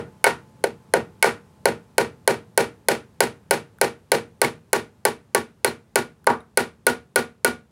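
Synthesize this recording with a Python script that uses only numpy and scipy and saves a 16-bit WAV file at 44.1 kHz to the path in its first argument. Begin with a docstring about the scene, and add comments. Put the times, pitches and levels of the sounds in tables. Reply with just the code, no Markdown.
"""A small hammer taps a brad through a wooden strip into a bench edge, mostly about three blows a second.
Each blow excites damped modes: a steel ping and a wooden knock, dull while the brad is loose, then harder
and higher in ring as it sinks. Three times the hammer glances off and lands on the wood. The small workshop
rings on as a dense noise tail, a limiter ducks the peaks, a few light ticks fall near the blows, and a
faint filtered-noise hiss and a hum of thin sines fade underneath."""
import sys
import numpy as np
from scipy import signal
from scipy.fft import next_fast_len
from scipy.io import wavfile
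from scipy.ndimage import uniform_filter1d

SR = 44100
rng = np.random.default_rng(int(sys.argv[2]) if len(sys.argv) > 2 else 0)


def wrap_up_sound(samples):
    """Save the sound to the file named by the first command line argument, as 16-bit audio."""
    columns = np.atleast_2d(samples).T
    # keep every value between -1 and 1, then stretch to whole-number steps
    tamed = np.clip(columns, -1, 1)
    steps = np.round(tamed * 32767).astype(np.int16)
    wavfile.write(sys.argv[1], SR, steps)


N = 340008
RING_TIME = np.arange(SR // 2) / SR  # the half second in which a sound rings out


def gain_of(db):
    """Amplitude ratio: 20 dB is a factor of ten."""
    return 10 ** (np.asarray(db) / 20)


def read(points, hz):
    """Interpolation of a spectrum: straight lines over logarithmic frequency."""
    f, value = np.transpose(points)
    return np.interp(np.log(hz + 1), np.log(f), value)


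def add(mix, s, sound):
    """Superposition: a sound is summed in at time s, which may lie before the start."""
    start = round(s * SR)
    sound = sound[max(-start, 0):]
    part = mix[max(start, 0):][:len(sound)]
    part += sound[:len(part)]


def colour(x, db_at):
    """Minimum-phase filtering: the Hilbert transform of the log gain gives the phase of a causal filter."""
    size = next_fast_len(len(x) + 4096)
    hz = abs(np.fft.fftfreq(size, 1 / SR))
    log_gain = np.log(gain_of(db_at(hz)))
    response = np.exp(np.conj(signal.hilbert(log_gain)))
    return np.fft.ifft(np.fft.fft(x, size) * response).real[:len(x)]


def late(x, s):
    """Propagation delay: the same sound s seconds later."""
    return np.interp(RING_TIME - s, RING_TIME, x, left=0)


def mode(hz, t60, rise, turn=0):
    """Damped resonance: a sine swells over rise seconds and loses 60 dB in t60 seconds."""
    t = RING_TIME
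    swell = 1 - np.exp(-(t / rise) ** 2)
    return np.sin(2 * np.pi * (hz * t + turn)) * gain_of(-60 * t / t60) * swell


def depth_at(s):
    """Penetration: the depth of the brad at time s sets how it is held and which modes it excites."""
    # How far the brad is driven. Each row: time in seconds, depth from 0 (standing proud) to 1 (home).
    driven = [(0.9, 0.029), (2.9, 0.089), (4.12, 0.083), (4.42, 0.4), (6.27, 0.6), (6.87, 0.8)]
    return np.clip(np.interp(s, *np.transpose(driven)), 0, 1)


def looseness(depth, grip_depth=0.088):
    """Clamping: 1 for a brad that is barely set, 0 from the depth at which the wood grips it."""
    return np.clip(1 - depth / grip_depth, 0, 1)


def square_blow(s, force_db, thud_db=1.62, mid_db=-1, firm_db=3.0, loose_db=-15,
                steel_db=3, home_steel_db=3, slap_db=-6, give=1.0):
    """Yielding contact: a loose brad dulls the blow; the deeper it sits, the louder the steel pings."""
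    depth = depth_at(s)
    loose = looseness(depth)
    hollow_db = mid_db + give * loose * force_db  # give in dB per dB of force
    hard_db = firm_db + loose_db * loose
    ping_db = steel_db + home_steel_db * depth
    return s, force_db, thud_db, hollow_db, hard_db, ping_db, slap_db


def contact_db(hz, thud_db, mid_db, hard_db, thud_hz=700, mid_hz=1050, mid_octaves=0.62, hard_hz=2000):
    """Contact spectrum: a square blow thuds, a glancing one sounds hollow, a short one bright."""
    thud = thud_db / (1 + (hz / thud_hz) ** 4)
    octaves_off = np.log2((hz + 1) / mid_hz)
    hollow = mid_db * np.exp(-.5 * (octaves_off / mid_octaves) ** 2)
    treble = hard_db * hz ** 2 / (hz ** 2 + hard_hz ** 2)
    return thud + hollow + treble


def cushion_db(hz, depth, loss_db=-5, from_hz=11500):
    """Compliance: a loose brad flexes and softens the very top of the blow."""
    # the loss is complete a fifth of an octave above from_hz
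    return loss_db * looseness(depth) * np.clip(np.log2((hz + 1) / from_hz) * 5, 0, 1)


def ping(depth, echo_s=.00055, echo=0.72, rise=0.00035):
    """Impact of steel on steel: very short modes, doubled in phase by the bench top."""
    # Modes of hammer head and brad. Each row: frequency in Hz, relative level in dB with the brad
    # proud, relative level in dB nearly home, t60 in seconds.
    steel_modes = [(7760, -5.5, -8.5, 0.0021), (9278, -5.5, 2.5, 0.0053), (10296, 5, 4, .004),
                   (10637, -12.5, -1.5, 0.0064), (12560, -3, -1, 0.0024), (14904, 2.5, 4, 0.002)]
    out = 0
    for hz, proud, home, t60 in steel_modes:
        ring = mode(hz, t60, rise)
        whole_cycles_s = np.round(echo_s * hz) / hz
        doubled = ring + echo * late(ring, whole_cycles_s)
        out = out + gain_of(proud + depth * (home - proud)) * doubled
    return out


def crack(decay_s=0.0033):
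    """Fracture noise: a burst a few thousandths of a second long as the fibres give."""
    # Dry crack of the wood at contact. Each row: frequency in Hz, relative level in dB per Hz.
    crack_spectrum = [(150, -20.5), (600, -1), (2000, -1), (3200, 0.5), (4600, -2.5), (5600, -6.5),
                      (7500, -4), (9000, -6.5), (12000, -13.5), (16000, -14.5)]
    burst = rng.standard_normal(len(RING_TIME)) * np.exp(-RING_TIME / decay_s)
    return colour(burst, lambda f: read(crack_spectrum, f))


def room_tail(build_s=0.00082, build_cycles=4):
    """Reverberation: each band of dense noise dies at its own speed, and the bass builds up slowest."""
    # Diffuse ring of the workshop. Each row: frequency in Hz, relative level in dB per Hz.
    room_spectrum = [(30, -44), (80, -8), (160, -8.5), (290, -4.5), (450, 1), (900, -7.5), (1250, -8),
                     (2150, -12), (2500, -11.5), (3100, -15), (4200, -17), (5500, -21), (8000, -24),
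                     (9800, -18.5), (12000, -25), (15500, -30)]
    # Its decay. Each row: frequency in Hz, t60 in seconds.
    room_decay = [(80, 0.5), (200, 0.3), (450, 0.2), (1500, 0.25), (4000, 0.21), (9000, 0.2), (15000, 0.13)]
    hz, t, bands = signal.stft(rng.standard_normal(len(RING_TIME)), SR, nperseg=256)
    bands = bands * gain_of(-60 * t / read(room_decay, hz)[:, None])
    build = build_s + build_cycles / np.maximum(hz, 100)[:, None]
    bands = bands * (1 - np.exp(-t / build))
    tail = signal.istft(bands, SR, nperseg=256)[1][:len(RING_TIME)]
    return colour(tail, lambda f: read(room_spectrum, f))


def hammer(bench_db=0.0, bright_db=1, strip_db=1, crack_db=-1, room_db=-2.0, ping_db=-2, stray=0.54,
           swell_s=0.0083, swell_hz=450, swell_slope=1.5, scatter_db=2,
           clack_hz=2215, clack_t60=0.054, clack_db=-17):
    """Modal superposition: every blow excites strip, bench and room; the sinking brad shifts the weights."""
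    # Lasting modes of bench and room. Each row: frequency in Hz, t60 in seconds, relative level in dB
    # with the brad standing proud, in dB half driven, in dB nearly home.
    bench_modes = [(125.7, 0.28, -29.5, -27, -35), (159.7, 0.34, -32, -32, -33.5),
                   (228.7, 0.3, -30.5, -26, -20.5), (248.1, 0.21, -24.5, -19, -13.5),
                   (328.3, 0.2, -26, -24, -34), (354.9, 0.17, -23.5, -18, -27.5),
                   (394, 0.17, -15.5, -13, -18), (442, 0.2, -21.5, -16, -23.5),
                   (468.7, 0.24, -16.5, -21.5, -17), (513.8, 0.17, -18, -25, -20),
                   (564, 0.16, -14.5, -26, -23.5), (612, 0.17, -24, -20.5, -47),
                   (658, 0.14, -21, -33.5, -29.5), (746, 0.14, -31.5, -42, -45), (736, 0.26, -34, -37, -19),
                   (812, 0.16, -17.5, -15.5, -26), (867.3, 0.099, -21, -8, -38.5),
                   (927, 0.2, -22.5, -29.5, -34), (943, 0.14, -20, -12.5, -18.5),
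                   (968, 0.22, -30, -27, -31), (1092, 0.088, -35, -21, -27.5),
                   (1132, 0.15, -47, -12.5, -48), (1175, 0.2, -37, -26.5, -16.5),
                   (1397, 0.2, -34, -29, -16), (1442.6, 0.22, -26, -24.5, -9), (1461, 0.11, -17.5, -24, 4),
                   (1512, 0.2, -32, -29.5, -36.5), (1758, 0.13, -26, -20, -34),
                   (1875, 0.18, -29.5, -29, -20.5), (2210, 0.07, -32, -31.5, -52.5)]
    # Small bright modes of the boards on the bench. Each row: frequency in Hz, relative level in dB,
    # t60 in seconds.
    bright_modes = [(1860, -27, 0.19), (2310, -28, 0.2), (2413, -32.5, 0.13), (2866, -37, 0.1),
                    (4230, -41, 0.061), (3760, -38.5, 0.073), (7070, -45.5, 0.11)]
    # Fast modes of the strip under the hammer. Each row: frequency in Hz, relative level in dB with the
    # brad proud, relative level in dB nearly home, t60 in seconds.
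    strip_modes = [(328, -8, -7.5, 0.031), (381.6, 0, 0.5, 0.023), (543, 1.5, 2, 0.028),
                   (700, -6.5, -18, 0.037), (895.6, -2.5, -6.5, 0.032), (1184, -22, -10, 0.0045),
                   (1538, -2, -2, 0.028), (1955, -9.5, -10.5, 0.019), (2227, -7.5, -8, 0.025),
                   (3080, -9.5, -13.5, 0.011), (4250, -12, -12, 0.03)]
    # Early reflections from walls and ceiling. Each row: delay in seconds, level in dB.
    wall_echoes = [(.0046, -13), (0.025, -26.5), (0.031, -20), (.0335, -25), (0.065, -31)]

    out = np.zeros(N)
    bench = []
    for hz, t60, *_ in bench_modes:
        # the heavy low modes take longest to swell, so each thump sinks in pitch
        rise = min(swell_s * (swell_hz / hz) ** swell_slope + 0.00066, .04)
        bench.append(mode(hz, t60, rise, rng.random()))
    bench = np.array(bench)
    bright = np.array([gain_of(db) * mode(hz, t60, .002, rng.random()) for hz, db, t60 in bright_modes])
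    # neighbouring strip modes start with opposite signs
    strip = np.array([(-1) ** k * mode(hz, t60, 0.00032) for k, (hz, _, _, t60) in enumerate(strip_modes)])
    clack = gain_of(clack_db) * mode(clack_hz, clack_t60, 0.00012)
    tail_proud, tail_home, usual_crack = room_tail(), room_tail(), crack()

    for s, force_db, thud_db, mid_db, hard_db, steel_db, slap_db in contacts():
        depth = depth_at(s)
        # no two blows land on quite the same spot, so weights, crack and tail stray a little each time
        bench_level = [np.interp(depth, [0, .5, 1], row[2:]) for row in bench_modes]
        bench_weights = gain_of(bench_db + scatter_db * rng.standard_normal(len(bench)) + bench_level)
        bright_weights = gain_of(bright_db + scatter_db * rng.standard_normal(len(bright)))
        strip_weights = gain_of([strip_db + proud + depth * (home - proud)
                                 for _, proud, home, _ in strip_modes])
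        # equal-power crossfade from one tail to the other as the brad sinks
        angle = depth * np.pi / 2
        tail = np.cos(angle) * tail_proud + np.sin(angle) * tail_home + stray * room_tail()
        fibres = gain_of(crack_db) * (usual_crack + stray * crack())
        knock = strip_weights @ strip + gain_of(slap_db) * clack + fibres
        echoes = sum(gain_of(db) * late(knock, delay) for delay, db in wall_echoes)
        wood = knock + echoes + bench_weights @ bench + bright_weights @ bright + gain_of(room_db) * tail
        wood = colour(wood, lambda f: contact_db(f, thud_db, mid_db, hard_db))
        blow = wood + gain_of(ping_db + steel_db + hard_db) * ping(depth)
        add(out, s, gain_of(force_db) * colour(blow, lambda f: cushion_db(f, depth)))
    return out


def fade(start_db, db_per_s):
    """Exponential decay: a level falling steadily in dB, as a gain for each sample."""
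    return gain_of(start_db - db_per_s * np.arange(N) / SR)


def background(hiss_db=-51, hiss_fade_db_per_s=0.98, hum_db=-63, hum_fade_db_per_s=3.5):
    """Stationary noise and pure tones: low room noise and a thin hum, each under a slow fade."""
    # Spectrum of the room noise. Each row: frequency in Hz, relative level in dB per Hz.
    hiss_spectrum = [(15, -48.5), (25, -13.5), (87, 7), (217, 4.5), (293, -5.5), (439, -5), (714, -12.5),
                     (863, -11.5), (1290, -16), (2110, -22.5), (5430, -28), (9570, -29), (16000, -38.5)]
    # Thin steady tones. Each row: frequency in Hz, relative level in dB.
    hum_tones = [(866.7, 0), (1030, -7), (975, -13)]
    noise = colour(rng.standard_normal(N), lambda f: read(hiss_spectrum, f))
    hiss = noise / noise.std()
    t = np.arange(N) / SR
    # the root of two gives a 0 dB sine unit effective value
    hum = sum(gain_of(db) * np.sqrt(2) * np.sin(2 * np.pi * hz * t) for hz, db in hum_tones)
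    return fade(hiss_db, hiss_fade_db_per_s) * hiss + fade(hum_db, hum_fade_db_per_s) * hum


def glancing_blow(s, force_db, hard_db, steel_db, thud_db=-9.0, mid_db=3, slap_db=13.5):
    """Short impulse: a bright contact with little weight that makes the strip clack."""
    return s, force_db, thud_db, mid_db, hard_db, steel_db, slap_db


def wood_blow(s, force_db, mid_db, thud_db=1.2, hard_db=-6, steel_db=-13, slap_db=-0.2):
    """Soft impact: the hammer face on bare wood sounds hollow, with hardly any ping."""
    return s, force_db, thud_db, mid_db, hard_db, steel_db, slap_db


def contacts():
    """Excitation: each contact is a time, a force and the balance of its spectrum."""
    # Square blows on the brad. Each row: start in seconds, force in dB.
    square_rows = [(-0.08, 3), (0.6397, -6.5), (0.9378, 0), (1.6559, -0.5), (1.9816, 0.1), (2.2766, 0.1),
                   (2.5765, 0.5), (2.8855, -0.5), (3.2054, -1.4), (3.5096, -2), (3.8137, -1.5),
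                   (4.1183, -0.5), (4.4165, -0.5), (4.7311, -3), (5.0522, -5), (5.348, -5.5),
                   (5.6463, -4.5), (5.9575, -3.5), (6.5737, -3), (6.8673, -2.5), (7.1594, -3), (7.4468, -3)]
    # Blows that glance off the brad's head. Each row: start in seconds, force in dB, hardness as treble
    # in dB, steel ping in dB.
    glancing_rows = [(0.2423, 3.5, 0, 8), (1.2265, 0.5, 5.5, 4), (6.268, -27.5, 3.5, 14.5)]
    # The hammer then lands on the wood. Each row: start in seconds, force in dB, lift of the hollow mid
    # range in dB.
    wood_rows = [(0.2659, -5.5, 1), (1.243, -1.5, 2.5), (6.2713, -1, 9.5)]
    # Each result: start in seconds, then in dB: force, low thud, hollow mid range, hardness, steel ping,
    # clack of the strip.
    square = [square_blow(*row) for row in square_rows]
    glancing = [glancing_blow(*row) for row in glancing_rows]
    return square + glancing + [wood_blow(*row) for row in wood_rows]


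def touches(snap_s=0.00061, snap_db=-8):
    """Impulse and resonance: tiny ticks of noise, each with the brief ring of one mode."""
    # Light touches and rattles. Each row: start in seconds, level in dB, pitch in Hz, t60 in seconds.
    tick_rows = [(3.786, -35, 1480, 0.012), (4.446, -14, 2190, 0.047), (5.675, -24, 4190, 0.071),
                 (6.244, -35.5, 1510, 0.0073), (6.404, -56, 9840, 0.07), (6.405, -46, 3760, .02)]
    out = np.zeros(N)
    for s, db, hz, t60 in tick_rows:
        snap = gain_of(snap_db) * rng.standard_normal(len(RING_TIME)) * np.exp(-RING_TIME / snap_s)
        add(out, s, gain_of(db) * (snap + mode(hz, t60, snap_s)))
    return out


def scene():
    """Superposition: all sources sum at one microphone."""
    return (hammer() + touches() + background())[None]


def record(dry, ceiling_db=-2.5, recovery_db_per_s=420, low_cut_hz=60, edge_hz=16100):
    """Peak limiting: gain ducks wherever a peak passes the ceiling and recovers fast; then band limiting."""
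    over_db = np.maximum(20 * np.log10(abs(dry[0]) + 1e-9) - ceiling_db, 0)
    fall = np.arange(N) * recovery_db_per_s / SR
    # a running maximum on a falling slope holds each peak and lets it go at the recovery rate
    held_db = np.maximum.accumulate(over_db + fall) - fall
    duck_db = uniform_filter1d(held_db, size=15)
    limited = np.clip(dry * gain_of(-duck_db), -1, 1)
    low_cut = signal.butter(2, low_cut_hz, "highpass", fs=SR, output="sos")
    limited = signal.sosfilt(low_cut, limited)
    band_limit = signal.firwin(161, edge_hz, window=("kaiser", 9), fs=SR)
    return signal.oaconvolve(limited, band_limit[None], "same")


dry = scene()
out = record(dry)
wrap_up_sound(out)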